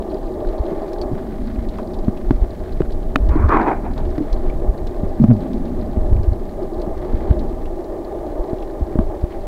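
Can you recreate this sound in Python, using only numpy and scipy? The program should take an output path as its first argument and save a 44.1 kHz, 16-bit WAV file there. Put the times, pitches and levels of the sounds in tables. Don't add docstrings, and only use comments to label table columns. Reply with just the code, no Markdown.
import sys
import numpy as np
from scipy import signal
from scipy.fft import rfft, irfft
from scipy.io import wavfile

SR = 44100
rng = np.random.default_rng(int(sys.argv[2]) if len(sys.argv) > 2 else 0)


def pcm_store(signal):
    levels = np.round(np.clip(np.atleast_2d(signal), -1, 1) * 32767)
    wavfile.write(sys.argv[1], SR, levels.astype(np.int16).T)


N = 417625
TIME_S = np.arange(N) / SR
BINS_HZ = np.fft.rfftfreq(N, 1 / SR)


def amp(db):
    return 10 ** (np.asarray(db) / 20)


def unit(x):
    return x / np.sqrt(np.mean(x ** 2) + 1e-20)


def follow(rows, column=1):
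    rows = np.array(rows)
    return np.interp(TIME_S, rows[:, 0], rows[:, column])


def slope(points):
    hz, db = np.transpose(points)
    return amp(np.interp(np.log(BINS_HZ + 1), np.log(hz), db))


def hump(hz, width_hz):
    return 1 / (1 + (2 * (BINS_HZ - hz) / width_hz) ** 2)


def colour(x, gain):
    return unit(irfft(rfft(x) * gain, N))


def noise(gain):
    return colour(rng.standard_normal(N), gain)


def drift(rate_hz):
    return noise(np.exp(-(BINS_HZ / rate_hz) ** 2))


def add(mix, start_s, sound):
    part = mix[max(round(start_s * SR), 0):][:len(sound)]
    part += sound[:len(part)]


def ring(hz, t60_s, attack_s):
    t = TIME_S[:SR // 5]
    return np.sin(2 * np.pi * hz * t) * amp(-60 * t / t60_s) * (1 - np.exp(-t / attack_s))


def burst(hz, width_hz, t60_s):
    t = TIME_S[:SR // 10]
    puff = rng.standard_normal(len(t)) * amp(-60 * t / t60_s)
    resonance = np.sin(2 * np.pi * hz * t) * np.exp(-np.pi * width_hz * t)
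    out = signal.fftconvolve(puff, resonance)[:len(t)]
    return out / abs(out).max()


def stroke(start_s, length_s, attack_s, t60_s):
    t = TIME_S - start_s
    return np.clip(t / attack_s + .5, 0, 1) * amp(-60 * np.maximum(t - length_s, 0) / t60_s)


def strokes(rows, attack_s, t60_s):
    return np.sqrt(sum((amp(db) * stroke(start_s, length_s, attack_s, t60_s)) ** 2
                       for start_s, length_s, db in rows))


def water(flow_db=5.5, lumps_db=1.9, shove_cycles=0.57):
    # time_s, level_db
    flow = [(0, -34), (.6, -32.5), (1.5, -31.5), (2.9, -29.5), (3.45, -23.5), (3.7, -31.5), (3.9, -25.5),
            (4.5, -26.5), (5.3, -30), (6.2, -25), (6.6, -32.5), (7.3, -24.5), (7.9, -35), (8.6, -33.5),
            (9.0, -29), (9.47, -35.5)]
    # freq_hz, gain_db
    spectrum = [(5, -23), (16, 1), (26, 5), (45, -6.5), (70, -8), (110, -18), (170, -22), (400, -54.5),
                (1000, -91.5)]
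    # centre_s, level_db, pitch_hz
    shoves = [(.483, -10.5, 24.7), (0.607, -8, 50), (1.59, -11, 54), (2.284, -8, 30.6), (2.352, -8, 32),
              (2.428, -3, 42.2), (4.332, -7.5, 28.6), (4.695, -3.5, 42), (6.135, -3.5, 50.7),
              (6.287, -3, 53.5), (6.324, -7, 74), (7.147, -8, 56), (7.312, 0, 58.3), (8.406, -10, 30.2),
              (8.827, -7.5, 52), (9.002, -9.5, 41.8), (9.238, -9.5, 54.7)]
    out = noise(slope(spectrum)) * amp(follow(flow) + flow_db + lumps_db * drift(rate_hz=6))
    t = np.arange(-SR // 10, SR // 10) / SR
    for centre_s, db, hz in shoves:
        swing = np.cos(2 * np.pi * (hz * t + rng.random()))
        add(out, centre_s + t[0], amp(db) * swing / np.cosh(2 * hz * t / shove_cycles))
    return out


def hum(hum_db=0.38, waver_db=1.43, drone_db=3, drone_hz=230, drone_width_hz=100):
    # centre_hz, width_hz, gain_db
    resonances = [(125, 78, -29.5), (356.8, 100, 1), (490, 110, -11), (618, 103, -4), (789.3, 167, -11.5),
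                  (1030, 120, -22.5), (1173, 138, -23.5), (1750, 330, -36)]
    # time_s, level_db
    drive = [(0, -28.5), (.75, -25.5), (1.1, -28), (1.5, -36.5), (2.0, -28.5), (2.3, -32), (2.85, -34),
             (3.08, -30), (3.95, -34), (4.35, -29), (5.8, -30.5), (6.1, -28), (6.55, -31.5), (7.15, -25.5),
             (7.55, -29.5), (8.3, -27), (9.05, -28.5), (9.47, -31)]
    # time_s, level_db
    drone_levels = [(0.0, -35), (0.61, -46), (1.45, -31), (2.58, -40.5), (3.14, -38), (3.51, -30),
                    (3.9, -35.5), (5.09, -41.5), (5.43, -26), (6.28, -40.5), (6.64, -37.5), (7.02, -43),
                    (7.38, -34), (8.09, -51), (9.47, -44)]
    body = np.sqrt(sum((amp(db) * hump(hz, width_hz)) ** 2 for hz, width_hz, db in resonances))
    shaking = noise(body) * amp(follow(drive) + hum_db + waver_db * drift(rate_hz=16.4))
    drone = noise(hump(drone_hz, drone_width_hz)) * amp(follow(drone_levels) + drone_db)
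    return shaking + drone


def knocks(attack_s=0.0011, thud_db=2, recoil_db=-6, contact_db=-25):
    # start_s,
    # level_db, pitch_hz, t60_s, tick_offset_db
    blows = [(.72, -16, 174, 0.036, -30), (1.115, -9, 249, 0.032, -34), (1.132, -12.5, 143, .05, -34),
             (2.082, 2.5, 210, 0.025, -29), (2.308, 6, 268, 0.023, -22), (2.805, 1, 359, 0.024, -29),
             (3.356, -5.5, 310, 0.061, -27), (4.18, -11, 307, 0.073, -15), (4.205, -11, 294, 0.11, -31),
             (5.034, -4, 181, 0.023, -35), (5.2, -4.5, 225, 0.15, -40), (5.216, -3.5, 144, 0.1, -45),
             (5.239, 3.5, 216, 0.048, -19), (5.971, -7, 218, .025, -38), (6.128, -7.5, 198, 0.012, -25),
             (6.875, -11, 185, 0.025, -35), (7.133, -8.5, 227, 0.032, -36), (7.308, -1.5, 126, .028, -29),
             (8.532, -3.5, 247, 0.013, -42), (8.81, -9, 213, .016, -35), (8.956, 0, 300, 0.015, -47),
             (8.989, 6, 215, 0.022, -45), (9.24, -2, 220, .01, -47)]
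    # start_s, level_db
    clicks = [(2.8188, -19.5), (3.1585, 3), (3.1601, -3), (5.2404, -21), (7.3104, -20), (8.9913, -26)]
    # pitch_hz, level_db, t60_s
    modes = [(280, 2, 0.063), (620, -10, 0.016), (890, -5, 0.0094), (954, 0.5, 0.015), (1440, 17.5, 0.0035),
             (1820, -15, 0.0083), (2400, -10.5, 0.013), (2930, -8, 0.011), (3810, -8, 0.0064),
             (6540, -23, 0.0029)]
    out = np.zeros(N)
    for start_s, db, hz, t60_s, tick_db in blows:
        thud = ring(hz, t60_s, attack_s)
        recoil = ring(0.475 * hz, 1.67 * min(t60_s, .04), attack_s)
        tick = burst(hz=850, width_hz=1100, t60_s=0.024)
        add(out, start_s, amp(db + thud_db) * thud)
        add(out, start_s, amp(db + recoil_db) * recoil)
        add(out, start_s, amp(db + tick_db) * tick)
    click = sum((-1) ** k * amp(db) * ring(hz, t60_s, attack_s=0.00079)
                for k, (hz, db, t60_s) in enumerate(modes))
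    for start_s, db in clicks:
        add(out, start_s, amp(db) * click / abs(click).max())
        add(out, start_s, amp(db + contact_db) * burst(hz=6000, width_hz=4500, t60_s=.004))
    return out


def judder(jitter=0.02):
    # time_s, level_db, rate_hz
    slips = [(5.275, -33, 105), (5.286, -9, 98), (5.298, -6.5, 128), (5.312, -2.5, 120), (5.325, -8.5, 119),
             (5.342, -17, 100), (5.38, -24, 103), (5.43, -43, 140)]
    # harmonic, level_db
    partials = [(1, 3), (2, 1), (3, -23)]
    rate_hz = follow(slips, column=2) * (1 + jitter * drift(rate_hz=55))
    cycles = np.cumsum(rate_hz) / SR
    tone = sum(amp(db) * np.sin(2 * np.pi * round(k) * cycles) for k, db in partials)
    slipping = (TIME_S > slips[0][0]) & (TIME_S < slips[-1][0])
    return unit(tone) * amp(follow(slips)) * slipping


def eddies(attack_s=0.016, t60_s=0.16, jitter=0.2507, uneven_db=3.0):
    # start_s, length_s, level_db, rate_hz
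    buffets = [(3.202, 0.11, -11, 50), (3.389, 0.088, -14, 72), (5.973, 0.15, -20, 55),
               (6.095, .1, -17, 82)]
    warped_s = np.cumsum(1 + jitter * drift(rate_hz=51.2)) / SR
    swings = sum(amp(db) * stroke(start_s, length_s, attack_s, t60_s) * np.sin(2 * np.pi * hz * warped_s)
                 for start_s, length_s, db, hz in buffets)
    return np.sqrt(2) * swings * amp(uneven_db * drift(rate_hz=40))


def scrape(rest_hz=756, top_hz=1150, width_hz=150, squeak_db=-3, rasp_db=-1.5, grain_db=3.0):
    # start_s, length_s, level_db
    pushes = [(3.3, 0.14, -28.5), (3.495, 0.078, -17), (3.59, 0.052, -20.5), (3.668, 0.025, -15.5),
              (3.84, 0.037, -32.5), (3.965, 0.021, -33.5)]
    # freq_hz, gain_db
    spectrum = [(80, -9), (200, -7), (310, 10), (520, -6), (850, -4), (1200, -10.5), (1500, -8),
                (1900, -13.5), (2450, -19), (2750, -35), (4200, -53), (7000, -75), (16000, -70)]
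    top_s, rise_s, sink_s = 3.494, 0.18, .12
    friction = rng.standard_normal(N) * amp(grain_db * np.tanh(drift(rate_hz=130)))
    t = TIME_S - top_s
    grip = np.exp(-(t / np.where(t < 0, rise_s, sink_s)) ** 2)
    carrier = np.exp(2j * np.pi * np.cumsum(rest_hz + (top_hz - rest_hz) * grip) / SR)
    lowpass = 1 / (1 + (np.fft.fftfreq(N, 1 / SR) / width_hz) ** 2)
    baseband = np.fft.ifft(np.fft.fft(friction / carrier) * lowpass)
    squeak = amp(squeak_db) * unit((carrier * baseband).real)
    rasp = amp(rasp_db) * colour(friction, slope(spectrum))
    return (squeak + rasp) * strokes(pushes, attack_s=0.036, t60_s=0.26)


def shrimp(crack_db=-14, far_per_s=300, spread_db=5.5, far_db=-57, fade_db_per_s=.5):
    # start_s, level_db, centre_hz, width_hz
    snaps = [(.931, -35.5, 5000, 1500), (1.0149, -26.5, 4480, 450), (1.033, -31, 1230, 300),
             (1.687, -37, 3700, 700), (1.785, -23.5, 1020, 200), (1.941, -35.5, 3860, 800),
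             (2.173, -36.5, 2740, 910), (2.921, -36, 4000, 900), (3.2892, -33, 3260, 2600),
             (3.489, -34.5, 4100, 1210), (3.9787, -31.5, 3900, 700), (4.3286, -29.5, 4170, 600),
             (4.498, -33.5, 2320, 250), (4.87, -32.5, 3780, 2000), (5.5326, -36.5, 4000, 900),
             (6.164, -38, 2380, 400), (6.232, -39, 4600, 1200), (6.8164, -36, 4370, 890),
             (7.3922, -35.5, 4070, 500), (7.656, -35, 2500, 1600), (8.624, -38, 3000, 1800),
             (9.322, -42.5, 2730, 200)]
    # freq_hz, gain_db
    spectrum = [(500, -29), (1500, 9), (2200, -6), (2900, -4), (4000, 2.5), (5200, -4), (6500, -6.5),
                (9000, -14), (16000, -37)]
    near, far = np.zeros(N), np.zeros(N)
    for start_s, db, hz, width_hz in snaps:
        add(near, start_s, amp(db) * burst(hz, width_hz, t60_s=0.043))
        add(near, start_s, amp(db + crack_db) * burst(hz=4600, width_hz=3800, t60_s=0.0075))
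    pitches_hz = np.geomspace(1500, 5600, num=24)
    for hz in pitches_hz:
        sizes = amp(spread_db * np.minimum(rng.exponential(1, N), 4))
        fires = rng.random(N) < far_per_s / len(pitches_hz) / SR
        far += signal.oaconvolve(sizes * fires, burst(hz, width_hz=750, t60_s=0.026))[:N]
    return near + colour(far, slope(spectrum)) * amp(far_db - fade_db_per_s * TIME_S)


def rustle(grain_db=3, hold_db=-58, rise_db_per_s=0.4):
    # start_s, length_s, level_db
    rubs = [(.49, 0.08, -50), (.68, 0.23, -50.5), (1.15, 0.49, -51), (1.72, 0.082, -48), (2.2, 0.65, -54.5),
            (4.1, .42, -51.5), (4.9, 1.03, -56.5), (6.95, .37, -51), (9.3, 0.045, -48.5)]
    # freq_hz, gain_db
    spectrum = [(300, -19.5), (1050, 4.5), (1400, 3), (2100, 0.5), (2700, -11.5), (3250, -8), (4500, -11.5),
                (6500, -27.5), (16000, -36.5)]
    holding = amp(hold_db + rise_db_per_s * TIME_S)
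    rubbing = strokes(rubs, attack_s=0.041, t60_s=0.18)
    friction = rng.standard_normal(N) * amp(grain_db * drift(rate_hz=88))
    return colour(friction, slope(spectrum)) * np.hypot(holding, rubbing)


def electronics(hiss_db=-58.5):
    # freq_hz, gain_db
    spectrum = [(100, 6.5), (3000, 3), (7000, 1.5), (11000, 0), (15500, -2)]
    # pitch_hz, rms_db
    tones = [(13628.7, -79.5), (13688.7, -78), (13748.7, -92), (13808.8, -91)]
    whine = sum(np.sqrt(2) * amp(db) * np.sin(2 * np.pi * (hz * TIME_S + rng.random()))
                for hz, db in tones)
    return amp(hiss_db) * noise(slope(spectrum)) + whine


def scene():
    mix = hum() + water() + eddies() + knocks() + judder() + scrape()
    return (mix + rustle() + shrimp() + electronics())[None]


def record(dry):
    ceiling, cutoff_hz = .82, 15800
    clipped = dry / (1 + (dry / ceiling) ** 16) ** (1 / 16)
    lowpass = signal.firwin(511, cutoff_hz, window=("kaiser", 9), fs=SR)
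    return signal.oaconvolve(clipped, lowpass[None], "same")


dry = scene()
out = record(dry)
pcm_store(out)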